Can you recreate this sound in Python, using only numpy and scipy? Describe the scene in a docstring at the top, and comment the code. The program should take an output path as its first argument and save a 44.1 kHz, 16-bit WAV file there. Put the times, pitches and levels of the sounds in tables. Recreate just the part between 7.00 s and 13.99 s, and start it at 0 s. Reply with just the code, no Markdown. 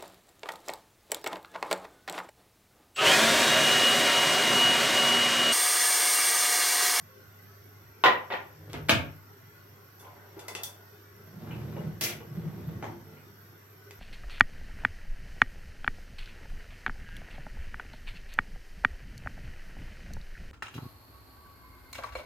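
"""A tiled kitchen, small stereo microphone close by: shaped noise is the air, a wavering sine the fridge hum.
A cup is set on a stone counter (ringing modes and a coloured rattle); a cupboard door swings shut (bumps
through cabinet resonances, a knock, low booms); a plastic knife is picked up with knocks and finger rubbing.
A drawer rolls out (bumps through box resonances, thumps), the knife drops into the tray, the drawer rolls shut.
The hard room adds a short noise tail to knocks, thumps and rubbing; faint tones and small ticks come between."""
import sys
import numpy as np
from scipy import signal
from scipy.fft import rfft, irfft
from scipy.io import wavfile
from scipy.ndimage import uniform_filter1d

SR = 44100
rng = np.random.default_rng(int(sys.argv[2]) if len(sys.argv) > 2 else 0)


def magnitude_from_level(level_db):
    """Linear magnitude for a level in decibels (20 dB per decade)."""
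    exponent = np.asarray(level_db, float) / 20
    return 10 ** exponent


def put_to_file(sound):
    """Save the sound as 16-bit audio at rate SR, in the file named by the first command-line argument."""
    columns = np.atleast_2d(sound).T  # one column per channel
    safe = np.clip(columns, -1, 1)
    whole_steps = np.round(safe * 32767)
    wavfile.write(sys.argv[1], SR, whole_steps.astype(np.int16))


N = 308347  # length of the scene [samples]

# colour of hard things struck, knife and ticks: (frequency [Hz], level [dB])
KNIFE_COLOUR = [(180, -22.5), (300, -1), (870, -4), (1100, -4.5), (1640, -3.5), (2070, 0.5), (2320, -5.5),
                (2520, -4.5), (3700, -5.5), (5700, -2.5), (8940, -7.5), (12100, -10), (16000, -21)]
# ringing modes of knife, tray and ticks: (frequency [Hz], level [dB], time to fall 60 dB [s])
KNIFE_MODES = [(410, -8, .06), (2050, -3, .05), (2650, -2, .05), (3200, -5, .04), (3480, 0, .08),
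               (4700, -4, .06), (5900, -1, .05)]


def evened(x):
    """Scales to rms 1."""
    return x / np.sqrt(np.mean(x ** 2) + 1e-20)


def read(points, hz):
    """Reads a spectrum table on a log-frequency axis."""
    f, value = np.transpose(points)
    return np.interp(np.log(hz + 1), np.log(f + 1), value)


def add(mix, s, sound):
    """Mixes a sound in from time s."""
    part = mix[:, round(s * SR):][:, :sound.shape[1]]
    part += sound[:, :part.shape[1]]


def resonate(x, hz, width):
    """A resonance of gain 1 at hz: shifted down to 0 Hz, smoothed, shifted back."""
    turn = np.exp(2j * np.pi * hz * np.arange(len(x)) / SR)
    r = np.exp(-np.pi * width / SR)
    return 2 * (turn * signal.lfilter([1 - r], [1, -r], x / turn)).real


def causal(db_at, size=2048):
    """Minimum-phase impulse response of a dB curve over Hz."""
    hz = abs(np.fft.fftfreq(2 * size, 1 / SR))
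    log_gain = np.log(magnitude_from_level(np.maximum(db_at(hz), -100)))
    return np.fft.ifft(np.exp(np.conj(signal.hilbert(log_gain)))).real[:size]


def diffuse(length, magnitude, size=512):
    """Noise at both microphone ports, most alike in the bass, shaped by magnitude(Hz, s)."""
    # (frequency [Hz], left-right likeness [0 to 1])
    likeness = [(60, 1), (130, 0.83), (250, 0.83), (400, 0.7), (640, 0.18), (1400, 0.088), (4000, 0.04)]
    hop = size // 4
    frames = length // hop + 5
    hz = np.fft.rfftfreq(size, 1 / SR)[:, None]
    a, b, c, d = rng.standard_normal((frames, len(hz), 4)).T
    same = np.clip(read(likeness, hz), -1, 1)
    left = a + 1j * b
    right = same * left + np.sqrt(1 - same ** 2) * (c + 1j * d)
    z = np.array([left, right]) * magnitude(hz, np.arange(frames) * hop / SR)
    return signal.istft(z, nperseg=size, noverlap=size - hop)[1][:, :length]


def in_room(x, wet_db):
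    """Direct sound, a little late at the left port, plus a tail that swells over the first reflections."""
    # decay of the tiled room: (frequency [Hz], time to fall 60 dB [s])
    decay = [(60, 0.4), (260, 0.42), (700, 0.4), (1840, 0.36), (4850, 0.25), (12800, 0.24)]
    tail = diffuse(SR // 2 + SR // 4, lambda hz, s: magnitude_from_level(-60 * s / read(decay, hz)))
    t = np.arange(tail.shape[1]) / SR
    tail = tail * (1 - np.exp(-np.maximum(t - .002, 0) / 0.00043))
    tail = magnitude_from_level(wet_db) * tail / np.linalg.norm(tail[0])
    tail[[0, 1], [3, 0]] += 1  # direct sound: left 3 samples after right
    return signal.fftconvolve(x[None], tail, axes=1)


def knocks(rows, colour, modes, lift_db, ring_db, wet_db):
    """Each knock rings the modes while a short rattle of contact takes the body's colour; then the room."""
    out = np.zeros((2, N))
    t = np.arange(SR // 2) / SR
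    for s, db, tilt, contact, spot_hz in rows:
        def blow_db(hz):
            """The blow's spectrum: a tilt, and a lift around the struck spot's pitch."""
            spot = np.exp(-(np.log2((hz + 30) / spot_hz) / 0.33) ** 2)
            return tilt * np.log2((hz + 30) / 2000) + lift_db * spot
        fall = (t[:4096] + 0.00036) ** 0.15 * np.exp(-t[:4096] / max(contact, 1e-4))
        rattle = rfft(rng.standard_normal(4096) * fall)
        # flatten the spectrum so the rattle has no colour of its own
        rattle = irfft(rattle / np.sqrt(uniform_filter1d(abs(rattle) ** 2, size=40)))[:3000]
        body = signal.fftconvolve(rattle, causal(lambda hz: read(colour, hz) + blow_db(hz)))
        ring = sum(magnitude_from_level(g + blow_db(f) - 60 * t / t60) * np.sin(2 * np.pi * f * t) for f, g, t60 in modes)
        ring = ring * (1 - np.exp(-t / max(contact / 2, 1e-4)))
        sound = magnitude_from_level(ring_db) * ring / np.linalg.norm(ring)
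        sound[:len(body)] += body / np.linalg.norm(body)
        heard = in_room(sound, wet_db)
        # level follows the rms of the first 1300 samples
        add(out, s, magnitude_from_level(db) * heard / (2.15 * np.sqrt(np.mean(heard[:, :1300] ** 2))))
    return out


def stroke(t, start, rise, hold, db, fade):
    """Level of one stroke: climbs 13.5 dB during its rise, holds, then fades at a steady dB rate."""
    climb_db = 13.5 * np.minimum((t - start) / max(rise, 1e-3) - 1, 0)
    return magnitude_from_level(db + climb_db - fade * np.maximum(t - start - rise - hold, 0))


def rubbing(rows, peaks, bumps_per_s, spread_db, hiss_db, wet_db):
    """Uneven bumps shake a resonant body; some raw grit passes over its resonances."""
    t = np.arange(N) / SR
    hit, sign, size = rng.random((N, 3)).T
    bumps = (hit < bumps_per_s / SR) * np.sign(sign - .5) * magnitude_from_level(-spread_db * np.log(size + 0.01))
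    body = sum(magnitude_from_level(g) / np.sqrt(w) * resonate(resonate(bumps, f, w), f, 2 * w) for f, w, g in peaks)
    grit = signal.fftconvolve(bumps, causal(lambda hz: -7. * abs(np.log2((hz + 5) / 500))))[:N]
    level = sum(stroke(t, *row) for row in rows)
    sound = (evened(body) + magnitude_from_level(hiss_db) * evened(grit)) * level
    return in_room(sound, wet_db)[:, :N] / np.sqrt(1 + magnitude_from_level(2 * wet_db))


def thumps(rows):
    """Soft low blows: a hollow box swells for a few cycles and dies, its second mode faster."""
    out = np.zeros((2, N))
    t = np.arange(SR // 4) / SR
    u = t / .01  # time in units of the 10 ms swell
    for s, db, hz in rows:
        first = u * np.exp(1 - u) * np.sin(2 * np.pi * hz * t)
        second = 0.34 * u * np.exp(1 - 3.0 * u) * np.sin(2 * np.pi * 2.18 * hz * t)
        add(out, s, magnitude_from_level(db) * in_room(first + second, -3.0))
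    return out


def tone(hz, level, waver):
    """A sine, the same at both ports, under a level envelope that wavers a little."""
    drift = uniform_filter1d(uniform_filter1d(rng.standard_normal(len(level)), size=900), size=900)
    wave = np.sin(2 * np.pi * hz * np.arange(len(level)) / SR)
    return np.sqrt(2) * level * (1 + waver * evened(drift)) * wave * np.ones((2, 1))


def air():
    """Steady appliance and microphone noise with a few spectral humps, slightly patchy."""
    # background slope: (frequency [Hz], level [dB])
    slope = [(30, -60), (60, -38), (83, -11), (102, -6.5), (124, -6.5), (230, -14.5), (400, -15),
             (543, -18.5), (1490, -22), (1760, -22.5), (4000, -31), (8600, -36), (11300, -41.5),
             (11800, -33), (13500, -35.5), (14200, -36), (16000, -38)]
    # humps on it: (frequency [Hz], width [Hz], height above the slope [dB])
    bands = [(400, 19, 18.5), (1109, 50, 7.5), (1468, 285, 9), (2015, 105, 7.5), (4490, 125, 7),
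             (5650, 730, 9), (12040, 300, 9.5), (13010, 920, 18.5)]

    def magnitude(hz, s):
        humps = sum(db / (1 + (2 * (hz - f) / w) ** 2) for f, w, db in bands)
        patches = rng.standard_normal((len(s), len(hz))).T
        patches = evened(uniform_filter1d(uniform_filter1d(patches, size=4, axis=0), size=8, axis=1))
        return magnitude_from_level(read(slope, hz) + humps + 3.2 * patches)
    return magnitude_from_level(-54.5) * evened(diffuse(N, magnitude, size=2048))


def fridge_hum():
    """The fridge motor hums as one 100 Hz sine whose level drifts."""
    # (time [s], level [dB])
    levels = [(0, -60.5), (.5, -54.5), (1, -60.5), (3.5, -57.5), (6.99, -59.5)]
    level_db = np.interp(np.arange(N) / SR, *np.transpose(levels))
    return tone(100, magnitude_from_level(level_db), waver=0.048)


def faint_tones():
    """Faint brief wavering sines with soft ends."""
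    # (start [s], length [s], frequency [Hz], level [dB])
    rows = [(.07, 0.187, 519, -65.5), (3.046, 0.1, 1033, -58.5), (3.45, 0.025, 1290, -55),
            (6.04, 0.154, 440, -60.5)]
    out = np.zeros((2, N))
    for s, length, hz, db in rows:
        envelope = magnitude_from_level(db) * signal.windows.tukey(round(length * SR), .4)
        add(out, s, tone(hz, envelope, waver=0.18))
    return out


def ticks():
    """Small thin ticks of something hard nearby."""
    # (time [s], level [dB], tilt [dB per octave], contact time [s], pitch of the struck spot [Hz])
    hits = [(1.732, -41, -0.57, 0.00088, 3400), (6.9087, -45.5, -1.5, 0.0018, 2520)]
    return knocks(hits, KNIFE_COLOUR, KNIFE_MODES, lift_db=6.5, ring_db=-8, wet_db=-4)


def fingers_on_counter():
    """Fingers rub the counter: dense bumps with much grit over its resonances."""
    # (start [s], rise [s], hold [s], level [dB], fade [dB per s])
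    strokes = [(2.99, 0.021, 0.059, -58.5, 24.8), (3.362, 0.015, 0.013, -56.5, 100),
               (3.48, 0.004, 0.0035, -49, 303), (3.55, 0.0098, 0.022, -54.5, 90)]
    # counter resonances: (frequency [Hz], width [Hz], level [dB])
    counter = [(440, 43, -2.5), (734, 360, 9), (970, 55, 1), (1380, 52, 1), (2000, 330, -13)]
    return rubbing(strokes, counter, bumps_per_s=2500, spread_db=3.0, hiss_db=-4.3, wet_db=-0.5)


def drawer_box():
    """Bumps shake the hollow drawer box as it rolls and as the knife lands in it."""
    # (start [s], rise [s], hold [s], level [dB], fade [dB per s])
    strokes = [(4.31, 0.15, 0.44, -40, 200), (5.015, 0.0068, 0.0092, -41, 69),
               (5.26, 0.1, 0.53, -42.5, 104), (6.03, 0.079, 0.056, -54.5, 40)]
    # box resonances: (frequency [Hz], width [Hz], level [dB])
    box = [(80.4, 10, -6), (108.2, 21, 1), (158, 31, -0.5), (187, 43, -3.5), (255, 20.4, -5.5),
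           (340.4, 38.5, -9.5), (381.5, 136, -9.5), (505, 470, -23)]
    return rubbing(strokes, box, bumps_per_s=400, spread_db=2.0, hiss_db=-13.5, wet_db=-0.3)


def drawer_thumps():
    """Rollers drop over joints in the runner and the box booms."""
    # (time [s], level [dB], pitch of the box [Hz])
    drops = [(4.364, -39, 172), (4.496, -30, 143), (4.621, -38, 150), (4.79, -31.5, 171),
             (4.856, -29.5, 156.4), (4.931, -42, 104), (5.309, -40, 142), (5.372, -28, 156),
             (5.445, -28, 152.3), (5.553, -39.5, 163), (5.67, -32, 156.4), (5.75, -35.5, 99)]
    return thumps(drops)


def drawer_knocks():
    """The drawer jolts, its contents rattle, and it meets its stop."""
    # (time [s], level [dB], tilt [dB per octave], contact time [s], pitch of the struck spot [Hz])
    hits = [(4.47, -47.5, 2.7, 0.036, 1520), (4.508, -41.5, 1.2, 0.019, 2830),
            (4.765, -34.5, 0.84, 0.0061, 550), (5.205, -40.5, 1.6, 0.0023, 440),
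            (5.826, -31, 1, 0.0025, 860), (5.843, -34.5, 3.1, 0.00087, 930),
            (6.169, -53.5, 1.2, 0.0056, 2330)]
    # (frequency [Hz], level [dB])
    colour = [(180, 0), (300, 8.5), (649, 3), (734, -4), (911, -5), (1220, -2.5), (2070, -4), (4980, -26),
              (6180, -20.5), (12000, -46), (15600, -94), (22000, -120)]
    # (frequency [Hz], level [dB], time to fall 60 dB [s])
    modes = [(430, -4, .06), (760, -4, .05), (840, 0, .06), (930, -1, .05), (1050, -3, .05),
             (2400, -8, .03), (2900, -6, .03)]
    return knocks(hits, colour, modes, lift_db=15, ring_db=-1.5, wet_db=2.5)


def cutlery_tray():
    """Loose cutlery rattles as the knife lands, so damped that it barely rings."""
    # (time [s], level [dB], tilt [dB per octave], contact time [s], pitch of the struck spot [Hz])
    hits = [(5.0105, -23.5, 0.1, 0.006, 5500), (5.037, -22, 1, 0.0025, 6100),
            (5.06, -31.5, -0.58, 0.0079, 2300), (5.09, -32.5, -2.1, 0.011, 3120)]
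    # (frequency [Hz], level [dB])
    colour = [(180, -31), (300, -2), (1040, -13), (1580, -9.5), (2070, -2.5), (3700, -7.5), (5700, -6),
              (8940, -13), (12100, -5), (16000, -12.5)]
    return knocks(hits, colour, KNIFE_MODES, lift_db=3, ring_db=-18, wet_db=4.5)


def knife_on_stone():
    """The plastic knife knocks on stone: light blows and short ringing."""
    # (time [s], level [dB], tilt [dB per octave], contact time [s], pitch of the struck spot [Hz])
    hits = [(2.993, -49.5, 5, 0.019, 12000), (3.367, -38, -9, 0.002, 400), (3.392, -44, 2.5, 0.0051, 2700),
            (3.482, -34.5, 3, 0.0024, 2200), (3.5507, -31, -0.6, 0.0016, 2700),
            (3.634, -28.5, 10, 0.0026, 3500)]
    return knocks(hits, KNIFE_COLOUR, KNIFE_MODES, lift_db=7, ring_db=-5, wet_db=1.5)


def cabinet_shaking():
    """The door's swing, then its slam, shakes the cabinet with sparse bumps."""
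    # (start [s], rise [s], hold [s], level [dB], fade [dB per s])
    strokes = [(1.54, 0.15, 0.13, -47, 200), (1.882, .012, 0.048, -33, 129)]
    # cabinet resonances: (frequency [Hz], width [Hz], level [dB])
    cabinet = [(73.6, 19, -16), (100, 19, 2.5), (152.8, 7.8, 3), (313, 32, -2), (440, 220, -5)]
    return rubbing(strokes, cabinet, bumps_per_s=250, spread_db=2, hiss_db=-18.5, wet_db=-8.5)


def cabinet_booms():
    """The cabinet booms as the door nears and meets its frame."""
    # (time [s], level [dB], pitch [Hz])
    booms = [(1.825, -35, 105), (1.894, -31, 124), (1.925, -25.5, 113), (1.992, -30, 100)]
    return thumps(booms)


def door_knocks():
    """Door, catch and frame knock together over long low modes and short high ones."""
    # (time [s], level [dB], tilt [dB per octave], contact time [s], pitch of the struck spot [Hz])
    hits = [(1.697, -49.5, 3, 0.01, 2000), (1.738, -31, -2.5, 0.012, 426), (1.886, -22, 1.5, 0.016, 300),
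            (1.894, -11.5, 0.9, 0.0032, 2590), (1.989, -35, -5, 0.015, 200)]
    # (frequency [Hz], level [dB])
    colour = [(24, -32), (40, -8), (256, -2.5), (600, -6), (680, -5.5), (852, -5.5), (1180, -8.5),
              (1270, -5.5), (3380, -9), (3830, -12.5), (9940, -31), (12100, -27.5), (16000, -40)]
    # (frequency [Hz], level [dB], time to fall 60 dB [s])
    modes = [(98.6, 3, 0.47), (151.5, -5.5, 0.21), (256, -14, 0.19), (400, 8.5, 0.037), (712, 3, 0.078),
             (3400, 19, 0.014)]
    return knocks(hits, colour, modes, lift_db=3.0, ring_db=-9.5, wet_db=2.5)


def cup_on_counter():
    """The cup knocks on the stone counter and its many close modes ring briefly."""
    # (time [s], level [dB], tilt [dB per octave], contact time [s], pitch of the struck spot [Hz])
    hits = [(1.038, -9.5, 1.5, 0.0023, 950), (1.048, -15.5, -1.7, 0.0059, 540),
            (1.059, -12.5, 1.1, 0.0064, 1810), (1.079, -51, -0.33, 0.0018, 1030),
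            (1.302, -27, -1.5, 0.015, 1860), (1.323, -26.5, -0.4, 0.0012, 890),
            (1.337, -28.5, 0, 0.003, 1900), (3.045, -46, -1.5, 0.0056, 1030)]
    # (frequency [Hz], level [dB])
    colour = [(35, -35), (60, -23.5), (301, -10), (503, -5.5), (682, -2), (991, -3), (1660, -7.5),
              (1910, -5), (3340, -9.5), (8320, -41), (10800, -63), (11800, -28), (16000, -87)]
    # (frequency [Hz], level [dB], time to fall 60 dB [s])
    modes = [(404, -12, .09), (512, -3, .11), (916, -5, .06), (970, -4, .07), (1017, -1, .09),
             (1170, -6, .08), (1432, -5, .07), (1890, -4, .07), (1954, -6, .07), (2401, -9, .06),
             (2627, -8, .06), (2982, -8, .05), (3640, -15, .05), (3951, -16, .05)]
    return knocks(hits, colour, modes, lift_db=4.5, ring_db=-1.5, wet_db=4)


def scene():
    """All sources together: background first, then the handled objects."""
    mix = air() + fridge_hum() + faint_tones() + ticks()
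    mix += fingers_on_counter() + knife_on_stone()
    mix += drawer_box() + drawer_thumps() + drawer_knocks() + cutlery_tray()
    mix += cabinet_shaking() + cabinet_booms() + door_knocks()
    mix += cup_on_counter()
    return mix


def low_pass(x):
    """Removes everything above the highest recorded frequency."""
    return signal.sosfilt(signal.butter(12, 16650, fs=SR, output="sos"), x)


def record(dry):
    """The microphone's two ports differ in colour; bass below 62 Hz and all from 16050 Hz up are cut."""
    # (frequency [Hz], left over right [dB])
    balance = [(40, -8.5), (110, 1), (200, -2.5), (380, 1.5), (1290, 0.7), (2380, 1.5), (4400, 2),
               (8100, 9), (10000, -4), (12000, -17.5), (15000, -9.5)]
    hz = np.fft.rfftfreq(N, 1 / SR)
    lean = read(balance, hz) / 2
    both = np.sqrt((magnitude_from_level(2 * lean) + magnitude_from_level(-2 * lean)) / 2)  # keeps the summed power of the ports
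    bass_cut = 1 / np.sqrt(1 + (62 / (hz + 1)) ** 12)
    ports = magnitude_from_level(np.array([lean, -lean])) / both * bass_cut * (hz < 16050)
    mix = irfft(rfft(dry) * ports, N)
    return low_pass(mix)


dry = scene()
out = record(dry)
put_to_file(out)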